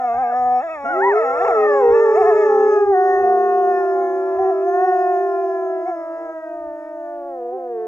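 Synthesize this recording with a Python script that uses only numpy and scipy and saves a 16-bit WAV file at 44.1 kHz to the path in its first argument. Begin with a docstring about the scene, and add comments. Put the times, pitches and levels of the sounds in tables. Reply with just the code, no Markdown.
"""Open snow near trees: three wolves howl together, a few metres from the microphone.
One whimpers, yelps and sinks through a long ringing howl; one holds a round, almost pure note;
a hoarse one yowls up and down. Each voice is a stack of overtones shaped by throat, mouth and muzzle,
with breath noise gated by the vocal folds. The tones beat where they meet; the trees give back
a faint, dull tail, and light air brushes the microphone."""
import sys
import numpy as np
from scipy import signal
from scipy.fft import rfft, irfft
from scipy.io import wavfile
from scipy.ndimage import uniform_filter1d

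SR = 44100
rng = np.random.default_rng(int(sys.argv[2]) if len(sys.argv) > 2 else 0)


def generate_wav(sig):
    """Save sig (samples, or channels by samples) to the path in sys.argv[1] as 16-bit PCM at SR."""
    pcm = np.round(np.clip(np.atleast_2d(sig).T, -1, 1) * 32767).astype(np.int16)
    wavfile.write(sys.argv[1], SR, pcm)


N = 347067
TIME = np.arange(N) / SR
BINS = np.fft.rfftfreq(N, 1 / SR)


def gain_of(db):
    """Decibels to amplitude."""
    return 10 ** (np.asarray(db) / 20)


def evened(x):
    """Scales to rms 1."""
    return x / np.sqrt(np.mean(x ** 2) + 1e-20)


def read(points, hz):
    """Reads a spectrum on a log-frequency axis."""
    f, value = np.transpose(points)
    return np.interp(np.log(hz + 1), np.log(f + 1), value)


def shaped(x, gain):
    """Filters by one gain for each frequency bin."""
    return irfft(rfft(x) * gain, N)


def wander(hz):
    """Smooth random drift of rms 1, up to about this rate."""
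    return evened(shaped(rng.standard_normal(N), 1 / (1 + (BINS / hz) ** 2)))


def traced(rows):
    """Joins the points of a gesture by straight lines: its times, then each control."""
    s, *columns = np.transpose(rows)
    t = np.arange(s[0], s[-1], .002)
    return [t] + [np.interp(t, s, c) for c in columns]


def overtone(k, hz, phase, level_db, treble_db, mouth_db, press_db, throat, muzzle, muzzle_db, sway_db):
    """One multiple of the folds' pitch, as loud as throat, mouth and muzzle let it through."""
    slow = np.arange(0, N, 64)  # loudness is worked out every 64 samples
    f = k * hz[slow]
    mouth = np.exp(-(np.log(f / 740) / 0.23) ** 2)
    upper = read([(450, 0), (1300, 1)], f)
    low_db = level_db[slow] + read(throat, f) + mouth * mouth_db[slow] + upper * press_db[slow]
    low = gain_of(low_db) / (1 + (f / 2900) ** 30)
    high = gain_of(treble_db[slow] + muzzle_db + read(muzzle, f)) * (f < muzzle[-1][0])
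    # each high overtone swells and fades on its own as the head moves
    sway = uniform_filter1d(rng.standard_normal(len(f)), size=70)
    sway = evened(uniform_filter1d(sway, size=40))
    size = (low + high) * gain_of(sway_db * sway * np.minimum(f / 3000, 1))
    return np.interp(TIME, TIME[slow], size) * np.cos(k * phase + np.pi * rng.random())


def breath(phase, throat, muzzle):
    """Turbulence gated once a cycle: a low rasp through the throat and a hiss through the muzzle."""
    gated = rng.standard_normal(N) * (1 + np.cos(phase))
    low_cut = BINS ** 2 / (BINS ** 2 + 500 ** 2)
    rasp = shaped(gated, gain_of(read(throat, BINS)) / (1 + (BINS / 2900) ** 8) * low_cut)
    hiss = shaped(gated, gain_of(read(muzzle, BINS)) * (BINS < muzzle[-1][0]))
    return evened(rasp), evened(hiss)


def wolf(rows, throat, muzzle, rough, muzzle_db, rasp_db, hiss_db, edge=1, doubling=0,
         jitter=.022, shimmer=.2, sway_db=2.0, falsetto_db=15, count=30):
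    """Vocal folds with an unsteady period sound through throat, mouth and muzzle; air rasps at each opening."""
    s, *columns = np.transpose(rows)
    hz, level_db, mouth_db, press_db = (uniform_filter1d(np.interp(TIME, s, c), size=600) for c in columns)
    voiced = uniform_filter1d(1. * ((TIME >= s[0]) & (TIME <= s[-1])), size=700)
    pitch = hz * (1 + .003 * wander(18) + jitter * rough * wander(110))
    phase = 2 * np.pi * np.cumsum(pitch) / SR
    # pressing sharpens the closing of the folds; on high notes they close softly and lose their treble
    treble_db = level_db + edge * press_db - falsetto_db * np.maximum(np.log2(hz / 430), 0)
    voice = np.zeros(N)
    for k in range(1, count):
        tone = overtone(k, hz, phase, level_db, treble_db, mouth_db, press_db,
                        throat, muzzle, muzzle_db, sway_db)
        # strong and weak beats of the folds put half lines around the second overtone
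        half_lines = doubling * np.cos(phase / 2) if k == 2 else 0
        voice += tone * (1 + half_lines)
    voice *= 1 + shimmer * rough * wander(51)
    rasp, hiss = breath(phase, throat, muzzle)
    rasp = gain_of(level_db + press_db + rasp_db) * rough * rasp
    return voiced * (voice + rasp + gain_of(treble_db + hiss_db) * hiss)


# the lead wolf's faint opening whine: (time [s], pitch [Hz])
WHINE = [(0, 690), (.03, 727), (.115, 688), (.16, 813.6), (.195, 757), (.235, 824), (.305, 781), (.35, 512)]


def whine(level_db=-22, mouth_db=-1.5, press_db=3):
    """A thin whimper before the call: pitch bends while level, mouth and overtone lift stay even."""
    t, hz = traced(WHINE)
    return np.column_stack(np.broadcast_arrays(t, hz, level_db, mouth_db, press_db))


# one call in three stretches, a yelp, a high howl, a break into a long low howl: (time [s], pitch [Hz])
YELP = [(.85, 697), (.875, 681), (.905, 740), (.97, 635.5), (1.0, 689), (1.03, 912), (1.075, 1003),
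        (1.11, 924), (1.145, 685)]
HIGH_HOWL = [(1.217, 634), (1.29, 675), (1.39, 685), (1.54, 656), (1.62, 631.4), (1.8, 535.6), (1.84, 476),
             (2.2, 431), (2.44, 427.3), (2.52, 433), (2.66, 430), (2.909, 403.6)]
LOW_HOWL = [(2.95, 368.9), (3.7, 361.2), (3.88, 351), (4.33, 341.6), (4.58, 337.6), (4.85, 366.8),
            (5.77, 333.2), (5.92, 339.9), (6.04, 326.8), (6.23, 328.3), (6.41, 319.5), (6.71, 298.8),
            (6.89, 305.1), (7.18, 290.3), (7.3, 277.3), (7.42, 242), (7.48, 242.2), (7.59, 264),
            (7.79, 220.8), (7.86, 220.9)]
# how the lead wolf's voice follows its pitch:
# (pitch [Hz], level [dB], lift of the mouth resonance [dB], lift of the overtones by a pressed voice [dB])
REGISTERS = [(217, -18.5, -14, -16.5), (234, -15.5, -8, -26), (263, -15.5, -1, -24), (300, -15, -9, -16),
             (332.9, -19, 0.5, -5), (360.2, -18, 5, 3), (403, -17, 8.5, -3), (422, -11.5, -4, 5),
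             (430, -9.5, -10, -2), (476, -2, 0, -15.5), (570, -11, -2, 5.5), (610, -14, -4, 7),
             (720, -10.5, -14, 8), (833, -8.5, -11, 5), (1042, -2.5, 2, 10.5)]


def lead_call():
    """Pitch alone sets how loud, open and pressed the lead wolf sings; it holds its last note."""
    last_note = (TIME[-1], LOW_HOWL[-1][1])
    t, hz = traced([*YELP, *HIGH_HOWL, *LOW_HOWL, last_note])
    register_hz, *voice = np.transpose(REGISTERS)
    return np.column_stack([t, hz] + [np.interp(hz, register_hz, c) for c in voice])


# colour of the lead wolf's throat: (frequency [Hz], level [dB])
LEAD_THROAT = [(220, -36), (300, -28), (400, 1.5), (520, -11.5), (740, -3), (950, -15), (1300, -17.5),
               (1580, -20.5), (1760, -21), (1860, -21.5), (2200, -56.5), (2500, -42.5), (2700, -56),
               (2900, -58.5)]
# high resonances of its muzzle: (frequency [Hz], level [dB])
LEAD_MUZZLE = [(2900, -4.5), (4100, -16), (4600, -17), (5250, 3.5), (5750, -13.5), (6250, 4.5), (7100, -13),
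               (8400, -16), (9500, -26)]
# it rasps most in its high howl, then eases: (time [s], roughness [0-1])
LEAD_HOARSE = [(1.102, 0.11), (1.499, 0.21), (1.849, 0.14), (3.599, 0.11), (4.201, .16), (4.799, 0.12)]


def lead_wolf():
    """The ringing voice: whine and call from one throat, losing treble strongly on high notes."""
    rough = np.interp(TIME, *np.transpose(LEAD_HOARSE))
    return sum(wolf(call, LEAD_THROAT, LEAD_MUZZLE, rough=rough, muzzle_db=-54.5, rasp_db=-18.5,
                    hiss_db=-51, sway_db=4.5, falsetto_db=21.5) for call in (whine(), lead_call()))


# the round howl: (time [s], pitch [Hz], level [dB], lift of the overtones [dB])
ROUND_HOWL = [(.84, 225, -30.5, -8.5), (.9, 310.6, -26, -13), (.98, 383.2, -16, -22),
              (1.08, 393, -13.5, -22.5), (1.18, 431.5, -10, 4.5), (1.29, 495.7, -14, -18),
              (1.52, 475, -13, 8.5), (1.58, 426, -10, 5.5), (1.8, 408.8, -13, -13.5),
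              (2.27, 403.2, -15, -1), (2.55, 396, -15, 0.5), (2.95, 394, -14, -10), (3.45, 397, -14.5, -5),
              (4.1, 380, -16, -11.5), (4.7, 385.5, -15.5, -10.5), (5.1, 378.3, -16.5, -25.5),
              (5.25, 390.3, -16.5, -19), (5.8, 373.2, -19.5, -26), (5.95, 333.1, -28.5, -6.5),
              (6.34, 340.4, -29.5, -10)]


def round_call(mouth_db=-14, db_per_octave=46.5, held_hz=370, relax=1):
    """The mouth opens above the held note, and its resonance stands out as the voice relaxes."""
    t, hz, level_db, press_db = traced(ROUND_HOWL)
    opening_db = db_per_octave * np.maximum(np.log2(hz / held_hz), 0)
    # relax: dB gained by the mouth for each dB that the overtones lose
    mouth_db = mouth_db + opening_db - relax * press_db
    return np.column_stack([t, hz, level_db, mouth_db, press_db])


# colour of the round howler's throat: (frequency [Hz], level [dB])
ROUND_THROAT = [(220, -4), (300, -12), (400, -.5), (520, -8.5), (740, -12), (950, -31), (1300, -15),
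                (1600, -42), (1900, -40), (2400, -69)]
# high resonances of the muzzle, for the round howler and the yowler: (frequency [Hz], level [dB])
MUZZLE = [(2950, -20), (3500, 3), (4100, -17.5), (5150, -10.5), (5500, 7), (5950, -16), (6600, 1.5),
          (7400, -6.5), (8500, -16.5), (9500, -29.5)]


def round_wolf():
    """The almost pure voice: steady, slight roughness and a weak muzzle."""
    return wolf(round_call(), ROUND_THROAT, MUZZLE, rough=0.14, muzzle_db=-70.5, rasp_db=-27.5, hiss_db=-59.5)


# the note that the yowler keeps returning to: (time [s], pitch [Hz], level [dB], lift of the overtones [dB])
YOWL = [(0, 259.8, -30, -3.5), (.1, 233, -33, 4.5), (.3, 239.9, -30.5, -3), (.37, 249.2, -26.5, -1),
        (.6, 247, -27.5, -4.5), (.85, 276.8, -30, -1.5), (1.3, 258, -28.5, 2.5), (1.88, 262.4, -27, -3.5),
        (2.13, 283.1, -29, 4.5), (2.65, 264.3, -26, -6), (3.25, 231.3, -32, -13), (3.6, 230, -37.5, -23.5),
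        (4.03, 267.4, -30.5, -11), (4.3, 288, -33, -11), (4.6, 313.5, -36.5, -3.5), (4.9, 347.9, -32.5, -6),
        (5.26, 327.1, -36.5, -12.5), (5.4, 338, -38.5, -10), (5.81, 317, -35, -14), (6.15, 299, -38, -7),
        (6.54, 338.6, -31.5, -25), (6.85, 325, -33, -18.5), (7.15, 345, -32, -24.5),
        (7.87, 358.3, -33.5, -25)]
# its upward cries: (time of the top [s], rise [s], fall [s], top pitch [Hz],
# lift of the level [dB], lift of the overtones [dB])
CRIES = [(0.208, .03, .03, 264, 4, -3.5), (.645, .025, 0.079, 338, -8, 12.5),
         (.715, .04, .07, 325, -6, 12.5), (1.168, .04, .055, 366, -8.5, 10.5),
         (1.47, .085, .065, 420, -5, 15.5), (1.465, .015, .02, 552, 19, -7.5),
         (1.69, .025, .04, 289, 3.5, -4.5), (1.772, 0.035, 0.045, 276.6, 1, 6),
         (1.959, 0.036, .05, 292, -2.5, 8.5), (2.028, 0.044, 0.047, 300, -2.5, 6.5),
         (2.2, .04, .045, 388, -1, 5), (2.28, 0.049, .06, 367, -3.5, 9.5), (2.39, .04, .08, 317, -2.5, 7.5),
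         (2.84, .095, .14, 398, -16, -5.5), (2.99, .1, 0.089, 371.2, -10.5, -2.5),
         (3.158, .04, .045, 319, -6.5, 5.5), (3.869, .035, .065, 338, -6, 11),
         (4.41, .035, .1, 388, 6.5, -2), (4.49, .07, .035, 384, 9.5, -5), (4.68, .04, .09, 358, 6.5, -12),
         (4.86, .03, .04, 379, 8, -10), (5.886, .04, 0.053, 371, 4, 7), (7.55, .03, 0.032, 384, 3.5, -5.5)]


def yowl_call(mouth_db=4, relax=0.053):
    """Each cry is a bell-shaped swoop of pitch and effort from the resting note and back."""
    t, rest_hz, level_db, press_db = traced(YOWL)
    s, rise, fall, top_hz, louder_db, harder_db = np.transpose(CRIES)[:, :, None]
    bell = np.exp(-((t - s) / np.where(t < s, rise, fall)) ** 2)
    hz = rest_hz + (bell * (top_hz - rest_hz)).max(axis=0)
    # overlapping cries share the effort
    share = bell / np.maximum(bell.sum(axis=0), 1)
    level_db = level_db + (share * louder_db).sum(axis=0)
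    press_db = press_db + (share * harder_db).sum(axis=0)
    return np.column_stack([t, hz, level_db, mouth_db - relax * press_db, press_db])


# colour of the yowler's throat: (frequency [Hz], level [dB])
YOWL_THROAT = [(220, -9), (300, -12.5), (400, 8), (520, -4.5), (740, 10.5), (950, -10.5), (1280, -3.5),
               (1530, -26.5), (1770, -8), (2000, -25.5), (2170, -15.5), (2400, -35.5), (2620, -22.5),
               (2900, -63)]
# its hoarseness, with one break of the voice: (time [s], roughness [0-1])
HOARSE = [(0, .055), (.8, 0.1), (.9, .15), (1.3, .07), (1.47, .33), (1.65, .12), (2.05, .11), (2.2, .17),
          (2.55, .07), (3.5, .05), (3.65, 0.4), (3.8, 0.8), (3.95, .2), (4.3, .1), (4.45, .15), (4.7, .055)]
# its folds fall into strong and weak beats: (time [s], depth [0-1])
DOUBLING = [(6.122, 0), (6.2, 1), (6.3, 0.7), (6.35, 0)]


def yowl_wolf():
    """The hoarse voice: shaky pitch and level, strong rasp, and a moment of doubled folds."""
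    hoarse = np.interp(TIME, *np.transpose(HOARSE))
    doubling = np.interp(TIME, *np.transpose(DOUBLING))
    return wolf(yowl_call(), YOWL_THROAT, MUZZLE, rough=hoarse, muzzle_db=-44.5, jitter=.06, shimmer=.5,
                rasp_db=-3.5, hiss_db=-40, edge=0.83, doubling=doubling, sway_db=5)


def ports(x, pan_db, bright_db=5.5):
    """The wolves are to the left: their voices reach the left port earlier and a little brighter."""
    # phase lead of the left port: (frequency [Hz], lead [radians])
    lead = read([(50, 0), (400, .27), (750, .33), (1050, .5),
                 (1380, 1.5), (2500, 1.4), (6000, 1.1), (8000, .6)], BINS)
    left_db = pan_db + bright_db * BINS / (BINS + 1000)  # left port over right
    turn = np.exp(.5j * lead) * gain_of(left_db / 2)
    return np.array([shaped(x, turn), shaped(x, 1 / turn)])


def trees(x, t60=1.0, dull_hz=2500):
    """Trunks and the slope scatter a thin, dull tail to each port."""
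    t = TIME[:SR]
    hits = rng.standard_normal((2, SR)) * (rng.random((2, SR)) < .04)
    taps = hits * gain_of(-60 * t / t60) * (t > .012)
    dull = signal.butter(1, dull_hz, fs=SR, output="sos")
    tail = signal.sosfilt(dull, taps / np.linalg.norm(taps[0]))
    return signal.fftconvolve(x[None], tail, axes=1)[:, :N]


# puffs of air on the microphone: (time [s], level [dB], length [s])
PUFFS = [(0.177, -40, 0.1), (0.472, -45, 0.2), (0.875, -52.5, 0.29), (1.459, -49.5, 0.33),
         (1.916, -33, 0.059), (2.255, -47, 0.22), (2.877, -43, 0.094), (3.227, -46.5, 0.24),
         (4.41, -46, 0.13), (5.1, -59.5, 0.1), (6.66, -55.5, 0.15)]


def breeze(top_hz=120, calm_db=-79, right_db=-13):
    """Low puffs of turbulence, mostly on the windward left port."""
    puffs = sum(gain_of(db) * np.exp(-(2 * (TIME - s) / length) ** 2) for s, db, length in PUFFS)
    strength = gain_of(calm_db) + puffs
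    band = BINS ** 2 / (BINS ** 2 + 40 ** 2) / (1 + (BINS / top_hz) ** 4)
    rumble = evened(shaped(rng.standard_normal((2, N)), band))
    return rumble * strength * gain_of([[0], [right_db]])


# colour of the quiet background: (frequency [Hz], relative density [dB per Hz])
AIR = [(30, 7.5), (120, -14), (250, -15.5), (900, -20), (2000, -9.5), (4000, -25.5), (10000, -27),
       (15000, -26)]


def air(level_db=-66):
    """A steady hush of shaped noise, largely shared by both ports."""
    noise = rng.standard_normal(N) + .5 * rng.standard_normal((2, N))
    return gain_of(level_db) * evened(shaped(noise, gain_of(read(AIR, BINS))))


def scene():
    """The three voices side by side, their tail, and the open air."""
    lead, held, yowl = lead_wolf(), round_wolf(), yowl_wolf()
    direct = ports(lead, pan_db=-2.4) + ports(held, pan_db=-1.5) + ports(yowl, pan_db=-2.0)
    return direct + gain_of(-21.5) * trees(lead + held + yowl) + breeze() + air()


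def record(dry, edge_hz=15750):
    """The microphone's band limit: a steep low-pass."""
    low_pass = signal.firwin(511, edge_hz, window=("kaiser", 9), fs=SR)
    return signal.oaconvolve(dry, low_pass[None], "same")


dry = scene()
out = record(dry)
generate_wav(out)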